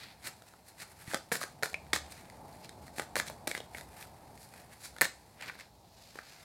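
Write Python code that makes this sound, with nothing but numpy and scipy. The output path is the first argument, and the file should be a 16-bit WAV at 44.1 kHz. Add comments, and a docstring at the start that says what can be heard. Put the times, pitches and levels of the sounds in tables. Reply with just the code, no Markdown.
"""Soft swishes and taps, then sharp slaps: large, stiff cards are shuffled overhand in a small room.
Each dropped packet touches with an edge, slaps flat, skids along the deck and knocks to a stop.
Impacts give a thud, a crack and the brief ring of bending cards; sliding friction rasps and hisses.
Behind the cards lie a dull room noise and a distant low drone that swells and fades."""
import sys
import numpy as np
from scipy import signal
from scipy.fft import rfft, irfft
from scipy.io import wavfile
from scipy.ndimage import uniform_filter1d

SR = 44100
rng = np.random.default_rng(int(sys.argv[2]) if len(sys.argv) > 2 else 0)


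def store_wav(level_fs):
    """Save 16-bit WAV to argv[1]."""
    pcm = np.round(np.clip(np.atleast_2d(level_fs), -1, 1) * 32767)
    wavfile.write(sys.argv[1], SR, pcm.T.astype(np.int16))


N = 284133

# packets landing on the deck: (time [s], delay until flat [s], delay until stopped [s], edge [dB],
# slap [dB], skid [dB], stop [dB], thud [dB], crack over ring [dB], ring pitch [Hz], skid hiss centre [Hz])
LANDINGS = [(1.1356, 0.0092, .034, -45, -33, -50, -54, -30, 2.5, 1520, 5200),
            (1.3171, 0.0043, 0.037, -32.5, -29.5, -36.5, -34, -30, -10, 1710, 8000),
            (1.626, 0.0068, 0.032, -37.5, -27, -43.5, -37, -30.5, -6, 1704, 7200),
            (1.932, .0023, 0.029, -25.5, -26.5, -35, -33, -32.5, -3.5, 1940, 6200),
            (2.9833, .0131, 0.037, -41, -32.5, -56.5, -46, -33.5, -5.5, 1720, 7480),
            (3.156, .01, .0433, -32, -32.5, -39, -29, -30.5, -2.5, 1742, 7200),
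            (3.473, 0.0034, .0405, -39, -35.5, -45.5, -33.5, -32, 2, 2246, 7700),
            (5.0113, 0.0055, .0425, -23.5, -19.5, -36.5, -33, -31.5, -3, 1805, 5500)]


def knocks(impacts, crack_s=0.0014, thud_s=0.0024, stagger_s=0.0018, detune=0.014):
    """Impact excitation: a contact thuds, cracks and rings the damped bending modes; gives blows, rings."""
    # bending modes of the held cards: (frequency [multiple of ring pitch], level [dB], t60 [s])
    card_modes = [(.76, -13, 0.0053), (0.891, -2, 0.013), (0.998, 4.5, 0.015), (1.13, -1, 0.0101),
                  (1.3, -21.5, 0.0075), (2.2, -12.5, .004)]
    # spectrum of a packet's thud: (frequency [Hz], gain [dB])
    thud_shape = [(30, -44), (70, -29), (150, -6), (270, -5), (400, -3), (540, 1), (780, -1), (1100, -10.5),
                  (2000, -16), (5000, -28)]
    # spectrum of an edge's crack: (frequency [multiple of centre], gain [dB])
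    crack_shape = [(.2, -36), (.5, -23.5), (.7, 4.5), (1.0, -3.5), (1.252, -1.5), (1.9, -2), (2.6, -14.5),
                   (4.0, -29)]
    ordinary_hz, snap_hz, snap_db = 4580, 11100, -24  # crack centres; level of the hardest snap
    blows, rings, t = np.zeros(N), np.zeros(N), np.arange(SR // 16) / SR
    impulse = t == 0
    radiation = signal.butter(2, 1000, "high", fs=SR, output="sos")  # a thin card hardly radiates bass
    for s, ring_db, thud_db, crack_db, pitch_hz in impacts:
        strike_noise, thud_noise, crack_noise = rng.standard_normal((3, len(t)))
        # the leading edge strikes first, the other cards land just after it
        strike = impulse + 0.2 * strike_noise * np.exp(-t / stagger_s)
        modes = np.zeros(len(t))
        for ratio, db, t60 in card_modes:
            hz = pitch_hz * ratio * (1 + detune * rng.standard_normal())
            modes += undb(db) * decay(t, t60) * np.sin(2 * np.pi * hz * t)
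        bending = signal.fftconvolve(strike, modes)[:len(t)]
        add(rings, s, blow(signal.sosfilt(radiation, bending), ring_db))
        force = impulse + 0.17 * thud_noise * np.exp(-t / thud_s)
        add(blows, s, blow(colour(force, thud_shape), thud_db))
        # a harder contact is both shorter and brighter
        crack_hz = np.interp(undb(crack_db - snap_db) ** 6, [0, 1], [ordinary_hz, snap_hz])
        contact = crack_noise * np.exp(-t / crack_s * crack_hz / ordinary_hz)
        add(blows, s, blow(colour(contact, crack_shape, crack_hz), crack_db))
    return blows, rings


def landings():
    """A packet loses its momentum in three impacts: the edge touches, the face slaps, the skid stops."""
    impacts = []
    for s, flat_s, stop_s, edge, slap, _, stop, thud, crack, pitch_hz, _ in LANDINGS:
        impacts += [(s, edge, thud - 5, edge + crack, pitch_hz),
                    (s + flat_s, slap, thud, slap + crack, pitch_hz),
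                    (s + stop_s, stop, stop - 7.5, stop - 3.5, pitch_hz)]
    return impacts


def taps():
    """Single impacts: one card at a time strikes the deck."""
    # card taps: (time [s], ring [dB], thud [dB], crack [dB], ring pitch [Hz])
    impacts = [(0.4212, -56.5, -54, -56, 1360), (0.5375, -55, -58, -69, 1097),
               (1.1141, -41.5, -62.5, -56.5, 1735), (1.4144, -38.5, -41, -56, 1260),
               (1.4307, -39, -54, -40.5, 1980), (1.4374, -38.5, -40, -41, 1620),
               (1.7312, -56, -47, -51, 1950), (1.743, -30, -41.5, -50, 2374),
               (2.2996, -53.5, -68.5, -54.5, 2030), (2.646, -61, -64, -51, 2190),
               (2.693, -52, -52, -46.5, 1890), (2.8805, -53, -58, -59, 1900),
               (3.283, -51, -60, -41.5, 2240), (3.2996, -55, -39.5, -58, 1456),
               (3.55, -33.5, -41.5, -44, 1994), (3.5774, -51, -42.5, -42, 1940),
               (3.6035, -42.5, -41.5, -58, 3260), (3.7479, -39.5, -45.5, -58, 2170),
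               (3.8103, -49, -50, -50.5, 2010), (4.026, -47, -70, -50, 2590),
               (4.5383, -57, -52, -57.5, 1964), (4.9644, -47.5, -52, -54.5, 1501),
               (4.9845, -47, -52.5, -48, 1720), (5.023, -31, -32, -42.5, 1778),
               (5.4079, -48, -58.5, -64, 2040), (5.4247, -46, -54, -68, 2510), (5.49, -44, -51, -57, 2340),
               (5.4976, -38.5, -58, -63, 1603), (5.5532, -53, -52.5, -66, 1640),
               (5.5985, -50, -67, -53, 2140), (5.6081, -48.5, -62, -54, 2060),
               (6.1563, -58, -46, -67, 1648), (6.1879, -39.5, -47.5, -56, 1810)]
    return impacts


def ticks(rasp_gain, count=55, pitch_hz=2100, pitch_spread=0.23, spread_db=6, firmest_db=-53):
    """Random impacts: stray edges catch more often and more loudly where the cards rub harder."""
    impacts, grip = [], np.minimum(rasp_gain, undb(firmest_db))
    moments = np.searchsorted(np.cumsum(grip) / np.sum(grip), rng.random(count))
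    for i, (strength, pitch) in zip(moments, rng.standard_normal((count, 2))):
        ring_db = 20 * np.log10(grip[i]) - 1 + spread_db * strength
        impacts.append((i / SR, ring_db, ring_db - 8, ring_db - 2.5, pitch_hz * np.exp(pitch_spread * pitch)))
    return impacts


def friction(catch_db=2.0, grain_db=2.5, rub_rasp_db=-69.5, rub_hiss_db=-70, rub_hz=8000):
    """Sliding friction follows pressure: tiny catches rasp, faces hiss; gives the sound and rasp gain."""
    # spectrum of the rasp: (frequency [Hz], gain [dB])
    rasp_shape = [(50, -20), (140, 0.5), (300, -6.5), (600, -8), (1050, -5), (1750, 1), (2250, 0),
                  (3100, -3), (4300, -13), (6000, -21), (12000, -25)]
    # spectrum of a face's hiss: (frequency [multiple of centre], gain [dB])
    hiss_shape = [(.12, -33), (.35, -11), (0.562, -0.5), (0.748, -1.5), (0.998, -0.5), (1.35, -3),
                  (1.7, -10.5), (2.2, -13.5), (4.0, -22)]
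    t = np.arange(N) / SR
    grip = undb(catch_db * walk(170) + grain_db * walk(2500))
    catches, faces = grip * rng.standard_normal((2, N))
    # cards in moving hands always rub lightly; the level dips where the hands pause
    rub = undb(walk(15) - 13 * swell(centre_s=5.82, half_s=0.1766))
    rasp_gain = undb(rub_rasp_db) * rub
    hiss = undb(rub_hiss_db) * rub * unit(colour(grip * rng.standard_normal(N), hiss_shape, rub_hz))
    for corner_s, corner_db, rasp_db, hiss_db, centre_hz in pushes():
        on = slice(*np.searchsorted(t, [corner_s[0], corner_s[-1]]))
        pressure = undb(np.interp(t[on], corner_s, corner_db))
        rasp_gain[on] = np.hypot(rasp_gain[on], pressure * undb(rasp_db))
        hiss[on] += pressure * undb(hiss_db) * unit(colour(faces[on], hiss_shape, centre_hz))
    return rasp_gain * unit(colour(catches, rasp_shape)) + hiss, rasp_gain


def pushes(faint_db=-30, light_db=-13, linger_s=0.096, skid_attack_s=.002, skid_release_s=.045):
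    """Contact pressure envelopes: a stroke swells and eases, a skid holds until the packet stops."""
    # strokes of sliding cards: (firmest time [s], swell [s], rasp [dB], hiss [dB], hiss centre [Hz])
    strokes = [(.035, .15, -55, -50, 3600), (.27, 0.034, -43.5, -42.5, 7620), (.487, 0.019, -58, -56, 7220),
               (0.687, 0.028, -62.5, -54.5, 8000), (0.821, 0.033, -46.5, -46.5, 7440),
               (.92, 0.032, -58, -58, 8800), (1.02, 0.049, -55.5, -57.5, 8600),
               (1.124, 0.051, -45, -45, 7530), (1.422, .045, -47, -43, 7700),
               (1.7, 0.046, -59.5, -54, 7640), (2.121, 0.012, -57.5, -49, 6840),
               (2.17, 0.28, -58, -61.5, 7010), (2.55, 0.14, -67, -64, 8000),
               (2.651, 0.0285, -60.5, -53.5, 4680), (2.871, 0.074, -64, -60, 7500),
               (2.986, 0.029, -50.5, -45.5, 7700), (3.278, 0.018, -44, -42, 7090),
               (3.575, .035, -45.5, -48, 6840), (3.786, .04, -50, -47.5, 8340),
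               (4.011, 0.091, -53.5, -53.5, 8900), (4.425, 0.1, -66.5, -57, 8300),
               (4.595, 0.086, -57.5, -59, 8600), (4.733, 0.021, -51.5, -53.5, 7800),
               (4.855, 0.04, -50, -44, 7360), (5.437, .038, -44, -56.5, 4200),
               (5.486, 0.063, -47.5, -54.5, 4740), (5.61, 0.046, -52, -53, 4236),
               (6.05, 0.26, -71.5, -61, 5160), (6.318, 0.2, -58.5, -55, 5100)]
    envelopes = []
    for s, swell_s, rasp_db, hiss_db, centre_hz in strokes:
        eased_s = s + 0.64 * swell_s
        corner_s = [s - 2 * swell_s, s - swell_s, s, eased_s, eased_s + linger_s]
        envelopes.append((corner_s, [faint_db, light_db, 0, light_db, -36], rasp_db, hiss_db, centre_hz))
    for s, _, stop_s, _, _, skid_db, *_, centre_hz in LANDINGS:
        corner_s = [s, s + skid_attack_s, s + stop_s, s + stop_s + skid_release_s]
        envelopes.append((corner_s, [faint_db, 0, -2, faint_db], skid_db - 3, skid_db, centre_hz))
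    return envelopes


def ping(start_s=1.743, hz=2536, db=-40, t60_s=0.14):
    """Free vibration: one lightly damped mode lingers after one of the taps."""
    out, t = np.zeros(N), np.arange(SR // 4) / SR
    add(out, start_s, blow(np.sin(2 * np.pi * hz * t) * decay(t, t60_s), db))
    return out


def palm(decay_s=0.0016):
    """Heavy damping: soft flesh gives only a cycle or two of bass."""
    # the deck bumping the palm: (time [s], pitch [Hz], level [dB])
    bumps = [(1.079, 138.3, -40.5)]
    out, t = np.zeros(N), np.arange(SR // 16) / SR
    for s, pitch_hz, db in bumps:
        add(out, s, blow(np.sin(2 * np.pi * pitch_hz * t) * t * np.exp(-t / decay_s), db))
    return out


def room(x, first_s=0.0045, build_s=0.0028, stretches=22):
    """Reverberation: table and walls reflect; the hands move, so each stretch has its own echoes."""
    # reverberation bands: (low edge [Hz], high edge [Hz], t60 [s], level [dB])
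    bands = [(90, 440, 0.267, -10), (510, 1540, 0.22, -6.5), (1260, 3500, 0.23, -13.5),
             (3000, 8200, 0.3, -9), (8000, 18000, 0.16, -14)]
    out, t = np.zeros(N), np.arange(SR // 2) / SR
    responses = np.zeros((stretches, len(t)))
    for low_hz, high_hz, t60, db in bands:
        band = signal.butter(2, [low_hz, high_hz], "band", fs=SR, output="sos")
        tail = np.clip((t - first_s) / build_s, 0, 1) * decay(t, t60)
        echoes = rng.standard_normal(responses.shape) * tail / np.sqrt(np.sum(tail ** 2))
        responses += undb(db) * signal.sosfilt(band, echoes)
    for stretch, response in zip(np.array_split(np.arange(N), stretches), responses):
        add(out, stretch[0] / SR, signal.fftconvolve(x[stretch], response))
    return out


def background(air_db=-69, pitch_waver=.016):
    """Superposition of dull room noise, a wavering low drone and a thin, even hiss."""
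    # course of the dull noise: (time [s], level [dB])
    dull_levels = [(0.0, -59), (0.77, -61), (1.02, -59.5), (2.58, -53), (3.37, -53), (5.13, -60),
                   (6.44, -62.5)]
    # spectrum of the dull noise: (frequency [Hz], gain [dB])
    dull_shape = [(20, -21), (45, -2), (65, 2), (100, 2.5), (180, 0.5), (270, -5), (420, -7), (560, -5),
                  (700, -1.5), (870, -0.5), (1050, -10.5), (1350, -18), (3000, -44.5)]
    # swells of the distant drone: (loudest time [s], half length [s], pitch [Hz], level [dB])
    drone_swells = [(1.967, 0.2, 72.4, -56.5), (2.998, 0.62, 73.5, -66), (3.86, 0.1, 62.3, -59),
                    (5.2, 1.3, 61.9, -72.5)]
    # spectrum of the thin hiss: (frequency [Hz], gain [dB])
    air_shape = [(200, 1.5), (1500, -25.5), (3000, 1), (6000, 1), (12000, -8), (16000, -4.5)]
    dull_db = np.interp(np.arange(N) / SR, *np.transpose(dull_levels)) - 0.5
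    dull = unit(colour(rng.standard_normal(N), dull_shape)) * undb(dull_db + 0.88 * walk(8))
    phase_per_hz = 2 * np.pi * np.cumsum(1 + pitch_waver * walk(10)) / SR
    drone = sum(undb(db) * swell(s, half_s) * unit(np.sin(hz * phase_per_hz))
                for s, half_s, hz, db in drone_swells)
    drone *= undb(walk(3.2))
    air = undb(air_db) * unit(colour(rng.standard_normal(N), air_shape))
    return dull + drone + air


def undb(db):
    """Decibels to amplitude gain."""
    return 10 ** (np.asarray(db) / 20)


def unit(x):
    """Normalisation to rms 1."""
    return x / np.sqrt(np.mean(x ** 2))


def decay(t, t60):
    """Exponential damping: 60 dB down after t60 seconds."""
    return np.exp(-np.log(1000) * t / t60)


def swell(centre_s, half_s):
    """Gaussian rise and fall around a moment."""
    return np.exp(-((np.arange(N) / SR - centre_s) / half_s) ** 2)


def walk(rate_hz):
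    """Smooth random modulation with rms 1."""
    step = max(int(SR / rate_hz), 2)
    held = np.repeat(rng.standard_normal(N // step + 1), step)
    return unit(uniform_filter1d(held, step)[:N])


def colour(x, shape, scale=1, size=4096):
    """Minimum-phase filter through (frequency, gain [dB]) points; frequency times scale is in Hz."""
    frequency, db = np.transpose(shape)
    bin_hz = np.arange(size // 2 + 1) * SR / size
    gain = undb(np.interp(np.log(bin_hz + 1), np.log(frequency * scale), db))
    cepstrum = irfft(np.log(gain))
    cepstrum[1:size // 2] *= 2  # folding the cepstrum makes the filter causal
    cepstrum[size // 2 + 1:] = 0
    return signal.fftconvolve(x, irfft(np.exp(rfft(cepstrum))))[:len(x)]


def blow(x, db, contact_s=.005):
    """Energy normalisation: x gets the energy of level db held for one contact."""
    return x * undb(db) * np.sqrt(contact_s * SR / np.sum(x ** 2))


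def add(out, s, x):
    """Superpose x on out from time s on."""
    i = max(int(s * SR), 0)
    out[i:i + len(x)] += x[:max(N - i, 0)]


def scene(ring_send_db=-1.5):
    """Superposition of cards, room and background: nearly mono, with a very faint stereo width."""
    # spectrum of the faint stereo width: (frequency [Hz], gain [dB])
    width = [(30, -17), (120, -25.5), (500, -25.5), (1000, -39), (2000, -26.5), (4000, -14.5),
             (8000, -10.5), (13000, -4)]
    sliding, rasp_gain = friction()
    blows, rings = knocks(landings() + taps() + ticks(rasp_gain))
    contacts = blows + sliding + palm()
    # bending cards are loud close by but send less into the room
    reverberation = room(contacts + undb(ring_send_db) * rings)
    centre = contacts + rings + ping() + reverberation + background()
    side = colour(room(centre), width)
    return np.array([centre + side, centre - side])


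def record(dry, top_hz=16100):
    """Frequency response: a nearby phone's microphone colours the sound and a low-pass cuts the top."""
    # response of the microphone: (frequency [Hz], gain [dB])
    microphone = [(20, -3), (40, -5.5), (65, 0.5), (2400, 0.5), (3050, -5.5), (4200, 2.5), (6000, -3.5),
                  (8200, -0.5), (13000, 3), (16000, -5)]
    heard = np.array([colour(channel, microphone) for channel in dry])
    return signal.sosfilt(signal.ellip(10, .1, 80, top_hz, fs=SR, output="sos"), heard)


dry = scene()
out = record(dry)
store_wav(out)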